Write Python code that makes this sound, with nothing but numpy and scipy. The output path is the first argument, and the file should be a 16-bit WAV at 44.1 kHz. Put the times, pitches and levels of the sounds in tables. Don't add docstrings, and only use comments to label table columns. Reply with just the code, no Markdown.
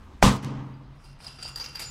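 import sys
import numpy as np
from scipy import signal
from scipy.fft import rfft, irfft, next_fast_len
from scipy.io import wavfile
from scipy.ndimage import uniform_filter1d

SR = 44100
rng = np.random.default_rng(int(sys.argv[2]) if len(sys.argv) > 2 else 0)


def unload_wav(signal):
    wavfile.write(
        sys.argv[1],
        SR,
        np.round(np.clip(np.atleast_2d(signal).T, -1, 1) * 32767).astype(np.int16),
    )


def ratio_of_db(decibels):
    return 10 ** (np.asarray(decibels, float) / 20)


N = 83790

# f/Hz, density level/dB [dB per Hz]
AIR_SPECTRUM = [(20, -2), (50, 0.5), (110, -10), (220, -14.5), (500, -27.5), (930, -24), (4000, -40.5),
                (16000, -62.5)]
AIR_DB, AIR_TOP_FADE_DB, AIR_LOW_FADE_DB = -47.5, -1, -3
HUM_HZ, HUM_DB = 136.7, -52

# t/s, level/dB, f/Hz
KNOCKS = [
    (1.2035, -39.5, 2400),
    (1.2045, -38.5, 970),
    (1.454, -29, 840),
]
KNOCK_T60_S = 0.0073

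# t/s, level/dB
BAR_STRIKES = [
    (1.47, -53),
    (1.811, -45),
    (1.86, -42),
]
BAR_HZ, BAR_T60_S = 7063, 0.4

# t/s, level/dB
BAG_SNAPS = [
    (.447, -11),
    (1.4268, -21),
    (1.5973, -23),
    (1.6596, -41),
    (1.7948, -15),
    (1.8268, -22),
]
FLOP_S, FLOP_DB, FLOP_T60_S = 0.42, -40.5, 0.14

# t/s, level/dB
SHAKING = [
    [(0.95, -76), (1.046, -59), (1.13, -62), (1.154, -87.5), (1.186, -83), (1.19, -66)],
    [(1.19, -65), (1.248, -48.5), (1.376, -56.5), (1.436, -43), (1.496, -46.5), (1.545, -66)],
    [(1.545, -76), (1.559, -50), (1.683, -46), (1.721, -59), (1.803, -42.5), (1.9, -52)],
]
# f/Hz, level/dB, t60/s
LID_MODES = [(1380, -5, 0.022), (2750, -7, 0.043), (3065, -14, 0.05), (3970, -26, 0.03), (4760, -19, 0.033),
             (4770, -13, 0.032), (4860, -15, .04), (4970, -8, 0.032), (5202, -9.5, 0.03),
             (5600, -5.5, 0.014), (8260, -25, 0.017), (9900, -41, 0.0055), (10910, -17.5, 0.036),
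             (11100, -33, .004)]
RATTLES_PER_S, RATTLE_DB = 300, -4

# f/Hz, density level/dB
GRAIN_SPECTRUM = [(240, -15.5), (400, -12.5), (1730, -15), (2710, -10.5), (3580, -14.5), (4800, -9.5),
                  (6050, -19.5), (9610, -15.5), (16000, -41)]
# t/s, level/dB, t60/s, extra treble level/dB
GRAIN_SLAPS = [(1.04, -62.5, 0.23, 6.5), (1.203, -59, 0.17, -3.0), (1.2435, -44.5, 0.051, -1),
               (1.272, -44.5, 0.055, -1), (1.385, -47.5, 0.14, -15), (1.4273, -43, 0.032, 6),
               (1.478, -46.5, 0.097, 5.5), (1.559, -42.5, 0.04, 7), (1.572, -42.5, 0.1, -0.5),
               (1.5965, -40, 0.17, -11), (1.641, -39, 0.033, -4), (1.6605, -40.5, 0.037, -14),
               (1.754, -40.5, 0.051, 4.5), (1.795, -39.5, 0.066, 11), (1.81, -45.5, 0.13, 5),
               (1.822, -45.5, 0.14, 0)]
RUSTLE_DB, TREBLE_FROM_HZ = -5.5, 7000

# t/s, peak level/dB, t60/s, f/Hz
LID_CLINKS = [(0.74, -56.5, 0.041, 4770), (1.042, -56.5, 0.19, 4870), (1.0896, -80, 0.078, 4830),
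              (1.2029, -52, 0.088, 4980), (1.245, -38.5, 0.033, 5100), (1.2667, -28.5, 0.041, 4885),
              (1.276, -42.5, 0.069, 4950), (1.387, -43, 0.18, 4760), (1.4256, -30.5, 0.061, 4730),
              (1.433, -39.5, 0.14, 4690), (1.45, -35, 0.05, 4720), (1.4586, -28, 0.041, 4770),
              (1.467, -38, 0.054, 4740), (1.479, -35, 0.029, 4800), (1.5591, -23, 0.033, 4805),
              (1.573, -33, 0.059, 4750), (1.5989, -28.5, 0.08, 4790), (1.606, -30, 0.23, 4794),
              (1.625, -34.5, 0.053, 4774), (1.642, -44, 0.04, 4660), (1.66, -31.5, 0.036, 4810),
              (1.678, -45, 0.05, 4970), (1.7504, -37, 0.054, 4760), (1.7565, -27, 0.042, 4770),
              (1.792, -36, 0.059, 4740), (1.8091, -36, 0.057, 4820), (1.8145, -33, 0.15, 4760),
              (1.823, -30.5, 0.032, 4800), (1.8344, -45, 0.05, 4770), (1.85, -34.5, 0.05, 4870)]
CLINK_RISE_S, STOP_S = 0.00057, 0.0034

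PUSH_DB, PUSH_S = -20, 0.028
JET_DB, JET_HOLD_S, JET_SHUT_S, JET_FROM_HZ = -38, 0.14, 0.0098, 5000

BANG_S = 0.2262
LEAK_DB, LEAK_GROWTH_S = -21.5, 0.0019
# t/s after the bang, length/s, peak level/dB
SHOCKS = [
    (0.0, .0007, -1.5),
    (.0010, .0013, 0.5),
    (.0026, .0007, -8),
]
# f/Hz, density level/dB [dB per Hz]
BLAST_SPECTRUM = [(60, -10), (250, -13.5), (680, -16.5), (1000, -10.5), (1380, -22), (1750, -19.5),
                  (6400, -26), (16000, -40)]
# f/Hz, t60/s
ROOM_T60 = [(40, .9), (130, 1.18), (330, 1.065), (680, 0.74), (1000, 0.93), (2200, 0.63), (6000, .5),
            (15000, 0.083)]
BLAST_DB, BLAST_RISE_S = -18, 0.00033
# f/Hz, level/dB, t60/s
BOOM_MODES = [(52, -8.5, 0.49), (80, -10, 0.28), (103.9, -11, 0.78), (131.5, -8, 1.34), (149.2, -21, 0.98),
              (151.8, -13.5, 1.1), (198.7, -3.5, 0.67), (219.8, -16.5, 1.1), (240.5, -12.5, 0.76),
              (265.8, -16, 1.18), (292.4, -18.5, 1.22), (346.6, -24.5, 0.55), (547, -20, .25),
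              (1031, -13.5, 0.41)]
BOOM_DB, BOOM_RISE_CYCLES = -10, 3.4

# t/s, level/dB
GAIN_CONTROL = [(.23, 2), (.28, 2.5), (.33, -5), (.37, -8), (.415, -13.5), (.44, -3.5), (.5, -1.5),
                (.6, 2.5), (.75, 0.5)]
CEILING, CUTOFF_HZ = 0.95, 15750


def rms_one(x):
    return x / np.sqrt(np.mean(x ** 2) + 1e-20)


def in_time(rows):
    s, values = np.transpose(rows)
    return np.interp(np.arange(N) / SR, s, values)


def at_hz(points, hz):
    table = np.array(points)
    return np.interp(np.log(hz), np.log(table[:, 0]), table[:, 1])


def since(s):
    t = np.arange(N) / SR - s
    return np.maximum(t, 0), t >= 0


def swell(s, rise, t60):
    t, on = since(s)
    return on * (1 - np.exp(-(t / rise) ** 2)) * ratio_of_db(-60 * t / t60)


def drift(rate):
    r = np.exp(-80 * np.pi * rate / SR)
    slow = signal.lfilter([1], [1, -2 * r, r * r], rng.standard_normal(N // 40 + 2002))[2000:]
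    return np.interp(np.arange(N) / 40, np.arange(len(slow)), rms_one(slow))


def clicks_at(s, db):
    out = np.zeros(N)
    index = np.minimum((np.asarray(s) * SR).astype(int), N - 1)
    np.add.at(out, index, ratio_of_db(db))
    return out


def ring(clicks, hz, t60):
    r, w = ratio_of_db(-60 / (t60 * SR)), 2 * np.pi * hz / SR
    return signal.lfilter([0, np.sin(w)], [1, -2 * r * np.cos(w), r * r], clicks + 1e-18)


def noise_between(low, high, order=2):
    sos = signal.butter(order, [low, high], "band", fs=SR, output="sos")
    return signal.sosfilt(sos, rng.standard_normal(N))


def bands(spectrum, patchy_db, shape=lambda hz: 1):
    edges = 20 * 2 ** np.arange(0, 10, 1 / 3)
    white = rng.standard_normal((2, N + SR // 4))
    flat = out = 0
    for k, (low, high) in enumerate(zip(edges, edges[1:])):
        hz = np.sqrt(low * high)
        sos = signal.butter(2, [low, high], "band", fs=SR, output="sos")
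        band = signal.sosfilt(sos, white[k % 2])[-N:]
        band = band * ratio_of_db(at_hz(spectrum, hz) + patchy_db * drift(7.3))
        flat = flat + band
        out = out + band * shape(hz)
    return out / np.sqrt(np.mean(flat ** 2))


def air():
    t, after = since(BANG_S)

    def fade(hz):
        top_db = AIR_TOP_FADE_DB * np.clip(np.log2(hz / 2500), 0, 2)
        return ratio_of_db((top_db + AIR_LOW_FADE_DB * (hz < 450)) * after)

    tone = bands(AIR_SPECTRUM, patchy_db=2.0, shape=fade)
    hum = np.sin(2 * np.pi * HUM_HZ * t + 0.8 * drift(5)) * ratio_of_db(2.9 * drift(6.4))
    return ratio_of_db(AIR_DB) * tone + ratio_of_db(HUM_DB) * after * hum


def room(x):
    size = next_fast_len(N + SR)
    hz = np.arange(size // 2 + 1) * SR / size
    t60, response = at_hz(ROOM_T60, hz + 1), 0
    for k, lag in enumerate(rng.uniform(.011, .04, 10)):
        echo = ratio_of_db(-60 * lag / t60) * np.exp(-2j * np.pi * hz * lag)
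        response = response + (-1) ** k * echo / (1 - echo)
    return irfft(rfft(x, size) * response, size)[:N]


def bar_and_knocks():
    strikes = uniform_filter1d(clicks_at(*np.transpose(BAR_STRIKES)), size=2)
    out = ring(strikes, BAR_HZ, BAR_T60_S)
    for s, db, hz in KNOCKS:
        knock = uniform_filter1d(clicks_at([s], [db]), size=5)
        out = out + ring(knock, hz, KNOCK_T60_S)
    return out


def bag():
    cloth = noise_between(2500, 11000)
    snap_filter = signal.butter(2, [1000, 7500], "band", fs=SR, output="sos")
    snaps = signal.sosfilt(snap_filter, clicks_at(*np.transpose(BAG_SNAPS)))
    return ratio_of_db(FLOP_DB) * swell(FLOP_S, .006, FLOP_T60_S) * cloth + snaps


def rattle():
    effort = ratio_of_db(in_time(np.concatenate(SHAKING))) * since(SHAKING[0][0][0])[1]
    slaps = bright_slaps = 0
    for s, db, t60, top_db in GRAIN_SLAPS:
        slap = ratio_of_db(db) * swell(s, 0.000335, t60)
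        slaps = slaps + slap
        bright_slaps = bright_slaps + slap * ratio_of_db(top_db)

    lid = 0
    for hz, level_db, t60 in LID_MODES:
        sizes = ratio_of_db(2.3 * np.minimum(rng.exponential(1, N), 4)) * rng.choice([-1, 1], N)
        touches = rms_one(sizes * (rng.random(N) < RATTLES_PER_S / SR))
        drive = ratio_of_db(level_db + RATTLE_DB - 16.5) * touches * (effort + 0.31 * slaps)
        lid = lid + ring(drive, hz, t60)

    def grain_level(hz):
        return effort * ratio_of_db(RUSTLE_DB) + (bright_slaps if hz > TREBLE_FROM_HZ else slaps)

    grain = bands(GRAIN_SPECTRUM, patchy_db=4.0, shape=grain_level)
    return lid + grain * ratio_of_db(2.7 * drift(160))


def clinks():
    out = np.zeros(N)
    ends = [row[0] for row in LID_CLINKS[1:]] + [N / SR]
    for (s, db, t60, hz), end in zip(LID_CLINKS, ends):
        tone = np.sin(2 * np.pi * (hz * since(s)[0] + rng.random()))
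        stop = np.exp(-since(end)[0] / STOP_S)
        out += ratio_of_db(db + 0.5) * swell(s, CLINK_RISE_S, t60) * stop * tone
    return out


def push_and_jet():
    t, on = since(BANG_S)
    push = ratio_of_db(PUSH_DB) * np.sin(2 * np.pi * np.clip(t / PUSH_S, 0, 1))
    hiss = noise_between(JET_FROM_HZ, 9000, order=1)
    shut = np.exp(-since(BANG_S + JET_HOLD_S)[0] / JET_SHUT_S)
    return push + ratio_of_db(JET_DB + 2.5 * drift(40)) * on * shut * hiss


def leak():
    t, _ = since(BANG_S)
    before = np.minimum(np.arange(N) / SR - BANG_S, 0)
    hiss = uniform_filter1d(rng.standard_normal(N), size=3)
    return ratio_of_db(LEAK_DB) * np.exp(before / LEAK_GROWTH_S - t / 0.0028) * hiss


def shock():
    out = 0
    for s, length, db in SHOCKS:
        u = np.clip((np.arange(N) / SR - BANG_S - s) / length, 0, 1)
        window = np.tanh(1.7 * np.sin(np.pi * u))
        out = out + ratio_of_db(db) * window * np.tanh(5.4 * (1 - 2 * u)) * 0.7
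    return out


def blast():
    t, on = since(BANG_S)
    rise = on * (1 - np.exp(-t / BLAST_RISE_S))
    noise = bands(BLAST_SPECTRUM, patchy_db=1.5, shape=lambda hz: ratio_of_db(-60 * t / at_hz(ROOM_T60, hz)))
    return ratio_of_db(BLAST_DB) * rise * noise


def boom():
    t, _ = since(BANG_S)
    out = 0
    for hz, db, t60 in BOOM_MODES:
        rise = min(BOOM_RISE_CYCLES / hz, .018)
        tone = np.sin(2 * np.pi * (hz * t + rng.random()))
        out = out + ratio_of_db(db) * swell(BANG_S, rise, t60) * tone
    return ratio_of_db(BOOM_DB) * out


def bang():
    return shock() + blast() + leak() + boom()


def scene():
    small = clinks() + rattle() + bag() + bar_and_knocks()
    mix = bang() + small + ratio_of_db(-19.5) * room(small) + air() + push_and_jet()
    return mix[None]


def top_cut(x):
    return signal.sosfilt(signal.butter(12, 16630, fs=SR, output="sos"), x)


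def record(dry):
    ducked = dry * ratio_of_db(in_time(GAIN_CONTROL) * (np.arange(N) < .95 * SR))
    rounded = ducked / (1 + abs(ducked / CEILING) ** 6) ** (1 / 6)
    low_pass = signal.ellip(10, .3, 70, CUTOFF_HZ, fs=SR, output="sos")
    mix = signal.sosfilt(low_pass, rounded)
    return top_cut(mix)


dry = scene()
out = record(dry)
unload_wav(out)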